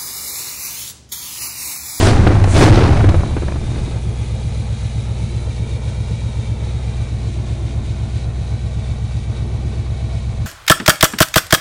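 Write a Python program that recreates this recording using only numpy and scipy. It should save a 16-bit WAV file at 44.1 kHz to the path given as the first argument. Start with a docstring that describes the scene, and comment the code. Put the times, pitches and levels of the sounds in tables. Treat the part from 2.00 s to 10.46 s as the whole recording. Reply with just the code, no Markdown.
"""A gulp of air roars through an opened carburettor as a parked pickup's petrol V8 revs under its open hood.
A second blip follows, then it settles to a loping idle. Impulses at uneven firings ring pipe resonances for the
exhaust boom, and tones join at speed; shaped noise makes the intake, the ticking valve train and the hiss.
At first the microphone is close to the carburettor, where the cooling fan's draught buffets and overloads it."""
import sys
import numpy as np
from scipy import signal
from scipy.fft import rfft, irfft, next_fast_len
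from scipy.io import wavfile
from scipy.ndimage import uniform_filter1d, map_coordinates

SR = 44100
rng = np.random.default_rng(int(sys.argv[2]) if len(sys.argv) > 2 else 0)


def bounce(signal):
    """Save signal as a 16-bit WAV file at the path given by the first command-line argument."""
    frames = np.transpose(np.atleast_2d(signal))
    limited = np.clip(frames, -1, 1)
    pcm = np.round(limited * 32767).astype(np.int16)
    wavfile.write(sys.argv[1], SR, pcm)


N = 373086
TIME = np.arange(N) / SR   # seconds


def from_db(db):
    """Decibels to gain."""
    return 10 ** (np.asarray(db) / 20)


def rms_one(x):
    """Scale to unit power."""
    return x / np.sqrt(np.mean(x ** 2) + 1e-20)


def in_time(rows):
    """Each column of a curve table at every sample."""
    seconds, *columns = np.transpose(rows)
    return [np.interp(TIME, seconds, column) for column in columns]


def coloured(x, spectrum):
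    """Give a signal a spectrum with steep closed ends; unit power."""
    hz, db = np.transpose(spectrum)
    size = next_fast_len(N)
    # 1 Hz is added so that the octave scale can start at 0 Hz
    octave = np.log2(np.arange(size // 2 + 1) * SR / size + 1)
    outside = np.abs(octave - np.clip(octave, np.log2(hz[0]), np.log2(hz[-1])))
    gain = from_db(np.interp(octave, np.log2(hz), db) - 48 * outside)   # 48 dB per octave past the ends
    return rms_one(irfft(rfft(x, size) * gain, size)[:N])


def noise():
    """White noise."""
    return rng.standard_normal(N)


def drift(rate_hz):
    """Smooth chance: noise from 0 Hz up to about `rate_hz`; spread 1."""
    return coloured(noise(), [(1, 0), (rate_hz + 1, 0)])


def cut(x, hz, kind, order=2):
    """Butterworth low- or high-pass."""
    sections = signal.butter(order, min(hz, .45 * SR), kind, fs=SR, output="sos")
    return signal.sosfilt(sections, x + 1e-18)


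def resonance(x, hz, width_hz):
    """Two-pole resonance with gain 1 on top."""
    r = np.exp(-np.pi * width_hz / SR)
    top = np.array([1, 0, -1]) * (1 - r * r) / 2
    return signal.lfilter(top, [1, -2 * r * np.cos(2 * np.pi * hz / SR), r * r], x + 1e-18)


def impulses(times, gains):
    """One impulse at each time."""
    inside = (times >= 0) & (times < TIME[-1])
    return np.bincount((times[inside] * SR).astype(int), gains[inside], N)


def decaying(x, seconds):
    """Each impulse becomes an exponential decay of the same height."""
    return signal.lfilter([1], [1, -np.exp(-1 / (seconds * SR))], x + 1e-18)


# The idle hunts a little. Each row: time in seconds, speed in rpm.
IDLE = [(2, 940.8), (4.4, 936.2), (4.65, 968.9), (5, 944.3), (6.4, 950.5), (6.8, 957.2), (7.15, 936.6),
        (7.7, 974.3), (8.4, 952.7)]
# Blips of the throttle. Each row: let go at seconds, speed hangs on for seconds, speed gained in rpm.
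BLIPS = [(.07, .1, 680), (.64, 0, 987)]
RUN_UP_S, COAST_S = .2, .53   # the flywheel gathers and loses speed


def crankshaft():
    """Speed in rpm: each blip runs the engine up, then it coasts back to idle."""
    gained = []
    for let_go, hang, rpm in BLIPS:
        run_up = np.clip(1 + (TIME - let_go) / RUN_UP_S, 0, 1)
        coast = np.exp(-(np.maximum(TIME - let_go - hang, 0) / COAST_S) ** 2)
        gained.append(rpm * run_up * coast)
    return in_time(IDLE)[0] + np.max(gained, axis=0)


def revs(rpm):
    """Speed as a share: 0 at idle, 1 at the top of the strongest blip."""
    above = np.maximum(rpm - in_time(IDLE)[0], 0)
    return above / above.max()


OPENING_S, SHUTTING_S = 0.031, 0.055   # attack and release of the throttle plate


def throttle(held_s):
    """Opening 0-1: at each blip the plate swings open, is held and springs shut."""
    return sum(np.exp(-np.maximum(let_go - held_s - TIME, 0) / OPENING_S
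                      - np.maximum(TIME - let_go, 0) / SHUTTING_S) for let_go, _, _ in BLIPS)


# Colours of the intake: low roar, rush of air, high jet. Each row: frequency in Hz, relative level in dB per Hz.
ROAR = [(130, -22), (220, -5.5), (317, 3), (472, -8), (633, -6.5), (680, -5), (809, -8.5), (886, -10.5),
        (2500, -20), (3250, -42), (5500, -120)]
RUSH = [(1200, -3), (2000, -9), (3000, -4.5), (4500, -5.5), (6000, -11.5)]
JET = [(6000, 2.5), (7100, 3.5), (10000, 0), (11000, -9)]
OPEN_S = 0.071   # the throttle stands wide open this long
CRACKED_S, CRACKED_SHARE = 0.13, 0.66   # cracked open this long before it is let go; share of the jet then
GULP_ROAR_DB, GULP_RUSH_DB, GULP_JET_DB = -10, -22.5, -29   # throttle wide open; the roar also needs top speed
SPIN_ROAR_DB, SPIN_RUSH_DB, SPIN_JET_DB = -16.5, -27, -41.5   # at top speed, throttle shut


def intake(cycles, rpm, pulsing=0.1, rough_db=2.0, roar_power=1.44, rush_power=2.84, jet_power=1.8):
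    """Air hisses past the throttle edge in a high jet; wide open, pulsing intake strokes drag a rough roar through."""
    spin, wide = revs(rpm), throttle(OPEN_S)
    cracked = np.maximum(wide, CRACKED_SHARE * throttle(CRACKED_S))
    roughness = rms_one(from_db(rough_db * drift(84)))
    strokes = (1 + pulsing * np.cos(2 * np.pi * cycles * 8)) * roughness   # eight strokes a cycle
    roar = np.hypot(from_db(GULP_ROAR_DB) * wide * spin, from_db(SPIN_ROAR_DB) * spin ** roar_power)
    rush = np.hypot(from_db(GULP_RUSH_DB) * wide, from_db(SPIN_RUSH_DB) * spin ** rush_power)
    jet = np.hypot(from_db(GULP_JET_DB) * cracked, from_db(SPIN_JET_DB) * spin ** jet_power)
    low_air = roar * coloured(noise() * strokes, ROAR)
    rushing_air = rush * coloured(noise() * strokes, RUSH)
    return low_air + rushing_air + jet * coloured(noise(), JET)


FIRST_FIRING = .095   # share of a four-stroke cycle


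def beats(cycles, count):
    """Times of `count` even events in each engine cycle, and their places in the cycle."""
    number = np.arange(int((cycles[-1] - FIRST_FIRING) * count))
    return np.interp(number / count + FIRST_FIRING, cycles, TIME), number % count


# Cylinders in firing order. Each row: pulse strength in dB, arrival late (+) or early (-) in ms,
# relative bark in the first manifold in dB, in the second in dB.
CYLINDERS = [(-1.5, 3.2, -12, -12), (1.7, 4.9, -14, -14), (-3.9, 1.5, 1, -8), (3.4, 1.5, -3, -10),
             (1.6, -7.0, -14, -14), (-1.1, 1.9, -14, 1), (-1.9, 3.9, -12, -2), (-.4, 2.9, -12, -14)]
# Exhaust pipe resonances. Each row: frequency in Hz, width in Hz, relative level in dB.
PIPE = [(66.34, 12.7, -2.5), (108.3, 13.9, -1)]
# Manifold resonances, each passed twice. Each row: frequency in Hz, width of one pass in Hz, relative level in dB.
MANIFOLD = [(162.2, 42, 6), (211, 41.7, 0.5)]
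# Brief swells of the exhaust level at speed, thumps on the overrun. Each row: time in seconds, swell in dB.
SWELLS = [(0.199, 8), (.72, 9.5), (1.088, 7), (1.18, 8.5)]
SWELL_S = 0.016   # from the peak of a swell until its dB are down to 1/e
JITTER_MS, UNEVEN_DB, BARK_SPREAD_DB = .3, 1.1, 2.8   # chance from firing to firing
BOOM_IDLE_DB, BOOM_REV_DB = -19.5, -11.5   # exhaust at idle; at speed, before its mix of boom and tone
MERGE_START_RPM, MERGE_END_RPM = 1160, 1360   # the pulses merge into a tone over this range


def exhaust(cycles, rpm, muffler_hz=200, bark_db=-34, rounding=3.2, lope_db=0.9):
    """Each firing sends a pulse down the pipes; the uneven pattern of the cylinders makes the lope."""
    times, cylinder = beats(cycles, count=8)
    strength_db, late_ms, *barks_db = np.array(CYLINDERS)[cylinder].T
    chance = rng.standard_normal((len(times), 3))
    arrival = times + (late_ms + JITTER_MS * chance[:, 0]) / 1000
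    pulses = impulses(arrival, from_db(strength_db + UNEVEN_DB * chance[:, 1]))
    # neighbouring resonances ring in opposite polarity
    boom = sum((-1) ** k * from_db(db) * resonance(pulses, hz, width) for k, (hz, width, db) in enumerate(PIPE))
    boom = cut(cut(boom, 39.4, "high", order=4), muffler_hz, "low")
    # loudness is evened over about two idle cycles, so the lope inside a cycle stays
    boom /= np.sqrt(uniform_filter1d(boom ** 2, size=SR // 4) + 1e-18)
    # pressure builds where the strong cylinders bunch
    boom *= from_db(lope_db * np.cos(2 * np.pi * (cycles - .7)))
    boom = rounding * np.tanh(boom / rounding)   # the muffler rounds off the strongest puffs
    # a few cylinders bark in each manifold, once in every cycle
    sharp = [impulses(arrival, from_db(db + BARK_SPREAD_DB * chance[:, 2])) for db in barks_db]
    bark = rms_one(sum(from_db(db) * resonance(resonance(x, hz, width), hz, width)
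                       for x, (hz, width, db) in zip(sharp, MANIFOLD)))
    # at speed a rough tone sounds at the firing rate, with the bank imbalance below it
    tone = sum(gain * np.sin(2 * np.pi * cycles * order) * from_db(3 * drift(16))
               for order, gain in [(8, 1), (6, .7)])
    merged = np.clip((rpm - MERGE_START_RPM) / (MERGE_END_RPM - MERGE_START_RPM), 0, 1)
    swells_db = sum(db * np.exp(-((TIME - s) / SWELL_S) ** 2) for s, db in SWELLS)
    at_speed = from_db(BOOM_REV_DB + swells_db) * (0.46 * boom + 0.68 * tone)
    at_idle = from_db(BOOM_IDLE_DB) * boom
    return merged * at_speed + (1 - merged) * at_idle + from_db(bark_db) * bark


# Colours of the draught: deep rumble and brighter flutter. Each row: frequency in Hz, relative level in dB per Hz.
RUMBLE = [(10, -2.5), (20, -17), (40, -4.5), (60, -10), (120, -10), (250, -21)]
FLUTTER = [(88, -67), (150, 10), (233, -2.5), (308, 8), (471, -1), (641, -2), (1590, -13), (2860, -21),
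           (5000, -42), (6500, -102), (11000, -120)]
# The strongest buffets. Each row: time in seconds, height in dB before the common trim and the softening of the attack.
BUFFETS = [(0.266, 2), (0.304, -11), (0.44, -7.5), (0.473, -12), (0.773, -3), (0.809, -6), (0.848, -13),
           (1.005, -9), (1.087, -8), (1.142, -8), (1.234, -15.5), (1.366, -13), (1.421, -15.5),
           (1.482, -14.5), (1.557, -19), (1.757, -19), (1.787, -21), (1.876, -25)]
RUMBLE_DB, RUMBLE_REV_DB = -27.5, -10   # draught on the microphone: constant part, and part added at top speed
FLUTTER_DB, FLUTTER_REV_DB = -36.5, -16.5   # flutter of the eddies, likewise
IDLE_RUMBLE_DB = -36   # faint air rumble that remains away from the fan
LEAVES_DRAUGHT_S, DRAUGHT_FADE_S = 1.84, 0.11   # the microphone is drawn out of the draught
SMALL_BUFFETS_PER_S, SMALL_BUFFET_DB = 8.7, -29   # weaker ones come at random; height before softening


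def draught(rpm, lumpy_db=5.5, buffet_db=-3, buffet_s=0.0092, swell_hz=300, flutter_power=1.9):
    """Fan eddies rumble and flutter on the microphone, more so at speed, and tear into short, brighter buffets."""
    spin = revs(rpm)
    exposed = np.exp(-np.maximum(TIME - LEAVES_DRAUGHT_S, 0) / DRAUGHT_FADE_S)
    rumble = exposed * np.hypot(from_db(RUMBLE_DB), from_db(RUMBLE_REV_DB) * spin) + from_db(IDLE_RUMBLE_DB)
    eddies = rms_one(from_db(lumpy_db * drift(83)))
    flutter = exposed * eddies * np.hypot(from_db(FLUTTER_DB), from_db(FLUTTER_REV_DB) * spin ** flutter_power)
    times, peak_db = np.transpose(BUFFETS)
    strong = impulses(times, from_db(peak_db + buffet_db))
    small = exposed * from_db(SMALL_BUFFET_DB) * (rng.random(N) < SMALL_BUFFETS_PER_S / SR)
    buffets = cut(decaying(strong + small, buffet_s), swell_hz, "low", order=1)   # softens the attack
    return rumble * coloured(noise(), RUMBLE) + np.hypot(flutter, buffets) * coloured(noise(), FLUTTER)


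def valve_train(cycles, valve_spread_db=2.5, uneven_db=2.0, knock_s=0.0028, wash=0.98):
    """Loudness curve of sixteen valves shutting in each cycle: short knocks over a steady wash of chain and belt."""
    times, valve = beats(cycles, count=16)
    lash_db = valve_spread_db * rng.uniform(-1, 1, 16)
    chance = rng.uniform(-1, 1, (len(times), 2))
    # each tap strays by up to 1 ms
    taps = impulses(times + .001 * chance[:, 0], from_db(lash_db[valve] + uneven_db * chance[:, 1]))
    return rms_one(decaying(taps, knock_s) + wash)


def hood_echo(x, share=0.27, path_ms=2.6, sway_ms=0.22):
    """The raised hood throws the sound back; the path changes as the microphone is carried about."""
    late = (path_ms + sway_ms * drift(.3)) * SR / 1000   # samples
    echo = map_coordinates(x, [np.arange(N) - late], order=3)
    return (x + share * echo) / np.hypot(1, share)


# Colours of the bay: block drone, valve clatter, carburettor hiss and its top.
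# Each row: frequency in Hz, relative level in dB per Hz.
DRONE = [(275, 2.5), (300, -3.5), (345, 2.5), (400, -6), (440, -7.5)]
CLATTER = [(250, -52.5), (430, -1.5), (612, -2), (653, -0.5), (710, -6.5), (845, -6), (1010, -11),
           (1430, -15), (1680, -20), (2000, -17), (2600, -25.5), (4400, -120)]
HISS = [(940, -42), (1600, -9), (1690, -14), (2030, -8.5), (2260, -1), (2580, -5), (3020, -6.5),
        (3960, -3.5), (4640, -9.5), (5230, -13), (5600, -10.5), (7280, -28), (12300, -120)]
SIZZLE = [(3060, -33), (5200, -10.5), (6120, 2), (7820, -2), (9640, -3), (10100, -8), (11000, -15),
          (14300, -53), (22000, -120)]
# Level of the block's low drone. Each row: time in seconds, level in dB before the hood echo.
DRONE_LEVEL = [(2.1, -40), (2.7, -49), (3.6, -39.5), (4.2, -45.5), (5.6, -39.5), (7.15, -48), (7.45, -38.5),
               (8.4, -47)]
# Ringing of covers and brackets. Each row: frequency in Hz, relative level in dB.
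COVERS = [(1535, -1), (1731, -3), (1895, -2), (2042, -2), (2300, 2), (2358, 2), (3140, -3), (4377, -3),
          (4576, -3), (4852, -3), (5249, -5)]
# A narrow band of the hiss glides as the microphone is carried about. Each row: time in seconds, centre in Hz.
GLIDING_BAND = [(1.5, 3900), (2.1, 3480), (2.55, 3950), (3.2, 3800)]
GLIDING_BAND_WANDER_HZ = 88.9
CLATTER_DB, HISS_DB, SIZZLE_DB = -38.5, -41, -46.5   # close up, before mixing and hood echo
# the microphone backs away and the treble goes first
CLATTER_FADE_DB_PER_S, HISS_FADE_DB_PER_S, SIZZLE_FADE_DB_PER_S = 0.25, 0.56, 0.73
HUNT_DB_PER_RPM = 0.0375   # clatter grows louder as the idle picks up; the hiss half as much


def engine_bay(cycles, hiss_pulse=0.16, sizzle_pulse=0.36, band_width_hz=150, ring_width_hz=14):
    """Knocking noise drives the clatter, drone and ringing covers, with the carburettor's hiss pulsing along."""
    idle_rpm, = in_time(IDLE)
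    hunt_db = HUNT_DB_PER_RPM * (idle_rpm - idle_rpm.mean())
    clatter_db = CLATTER_DB - CLATTER_FADE_DB_PER_S * TIME + hunt_db
    hiss_db = HISS_DB - HISS_FADE_DB_PER_S * TIME + .5 * hunt_db
    sizzle_db = SIZZLE_DB - SIZZLE_FADE_DB_PER_S * TIME
    knocks = valve_train(cycles)
    drone = from_db(in_time(DRONE_LEVEL)[0]) * coloured(knocks * noise(), DRONE)
    clatter = from_db(clatter_db + 0.96 * drift(8.5)) * coloured(knocks * noise(), CLATTER)
    taps = knocks * noise()
    covers = rms_one(sum(from_db(db) * resonance(taps, hz, ring_width_hz) for hz, db in COVERS))
    hiss = coloured(noise() * (1 + hiss_pulse * (knocks - 1)), HISS)
    sizzle = coloured(noise() * (1 + sizzle_pulse * (knocks - 1)), SIZZLE)
    band_hz = in_time(GLIDING_BAND)[0] + GLIDING_BAND_WANDER_HZ * drift(2)
    gliding_band = rms_one(drift(band_width_hz) * np.sin(2 * np.pi * np.cumsum(band_hz) / SR))
    middle = .88 * hiss + .4 * covers + .36 * gliding_band
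    # middle and sizzle swell once a crankshaft turn and wander a little
    swell = from_db(0.52 * np.sin(2 * np.pi * 2 * cycles) + 0.98 * drift(6.2))
    upper = swell * (from_db(hiss_db) * middle + from_db(sizzle_db) * sizzle)
    return hood_echo(drone + clatter + upper)


def air_bleed(hz=9750, width_hz=160, level_db=-57):
    """A tiny air passage sings thinly; it fades as the microphone leaves the carburettor."""
    nearness = np.interp(TIME, [3.0, 5.0], [1, .3])
    singing = rms_one(drift(width_hz) * np.sin(2 * np.pi * hz * TIME))
    return from_db(level_db) * nearness * singing


# Sharp clicks of the throttle linkage. Each row: time in seconds, strength in dB before noise and filtering.
CLICKS = [(.274, -15.5), (0.44, -16.5), (1.091, -16.5)]
# Ringing modes of the lever. Each row: frequency in Hz, relative level in dB, 60 dB decay time in seconds.
LINKAGE = [(1250, 0, .015), (2550, 0, .02), (3900, -6, .012)]


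def linkage():
    """The throttle lever snaps against its stop: a short crack that faintly rings the lever."""
    times, strength_db = np.transpose(CLICKS)
    crack = decaying(impulses(times, from_db(strength_db)), .005) * noise()
    ringing = sum(from_db(db) * resonance(crack, hz, np.log(1000) / (np.pi * t60)) for hz, db, t60 in LINKAGE)
    return .7 * cut(cut(crack, 700, "high"), 5000, "low") + 1.5 * ringing


def scene():
    """The engine's sounds turn with the crankshaft; a four-stroke cycle takes two turns."""
    rpm = crankshaft()
    cycles = np.cumsum(rpm) / (120 * SR)
    engine = intake(cycles, rpm) + exhaust(cycles, rpm) + engine_bay(cycles)
    return (engine + draught(rpm) + air_bleed() + linkage())[None]


MICROPHONE_TOP_HZ, CUTOFF_HZ = 10600, 15700   # low-pass before and after the overload
OVERLOAD = .72   # clipping level, full scale = 1


def record(dry):
    """The microphone loses the top octave and overloads on the loudest peaks."""
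    clipped = np.clip(cut(dry, MICROPHONE_TOP_HZ, "low", order=12), -OVERLOAD, OVERLOAD)
    return cut(clipped, CUTOFF_HZ, "low", order=16)


dry = scene()
out = record(dry)
bounce(out)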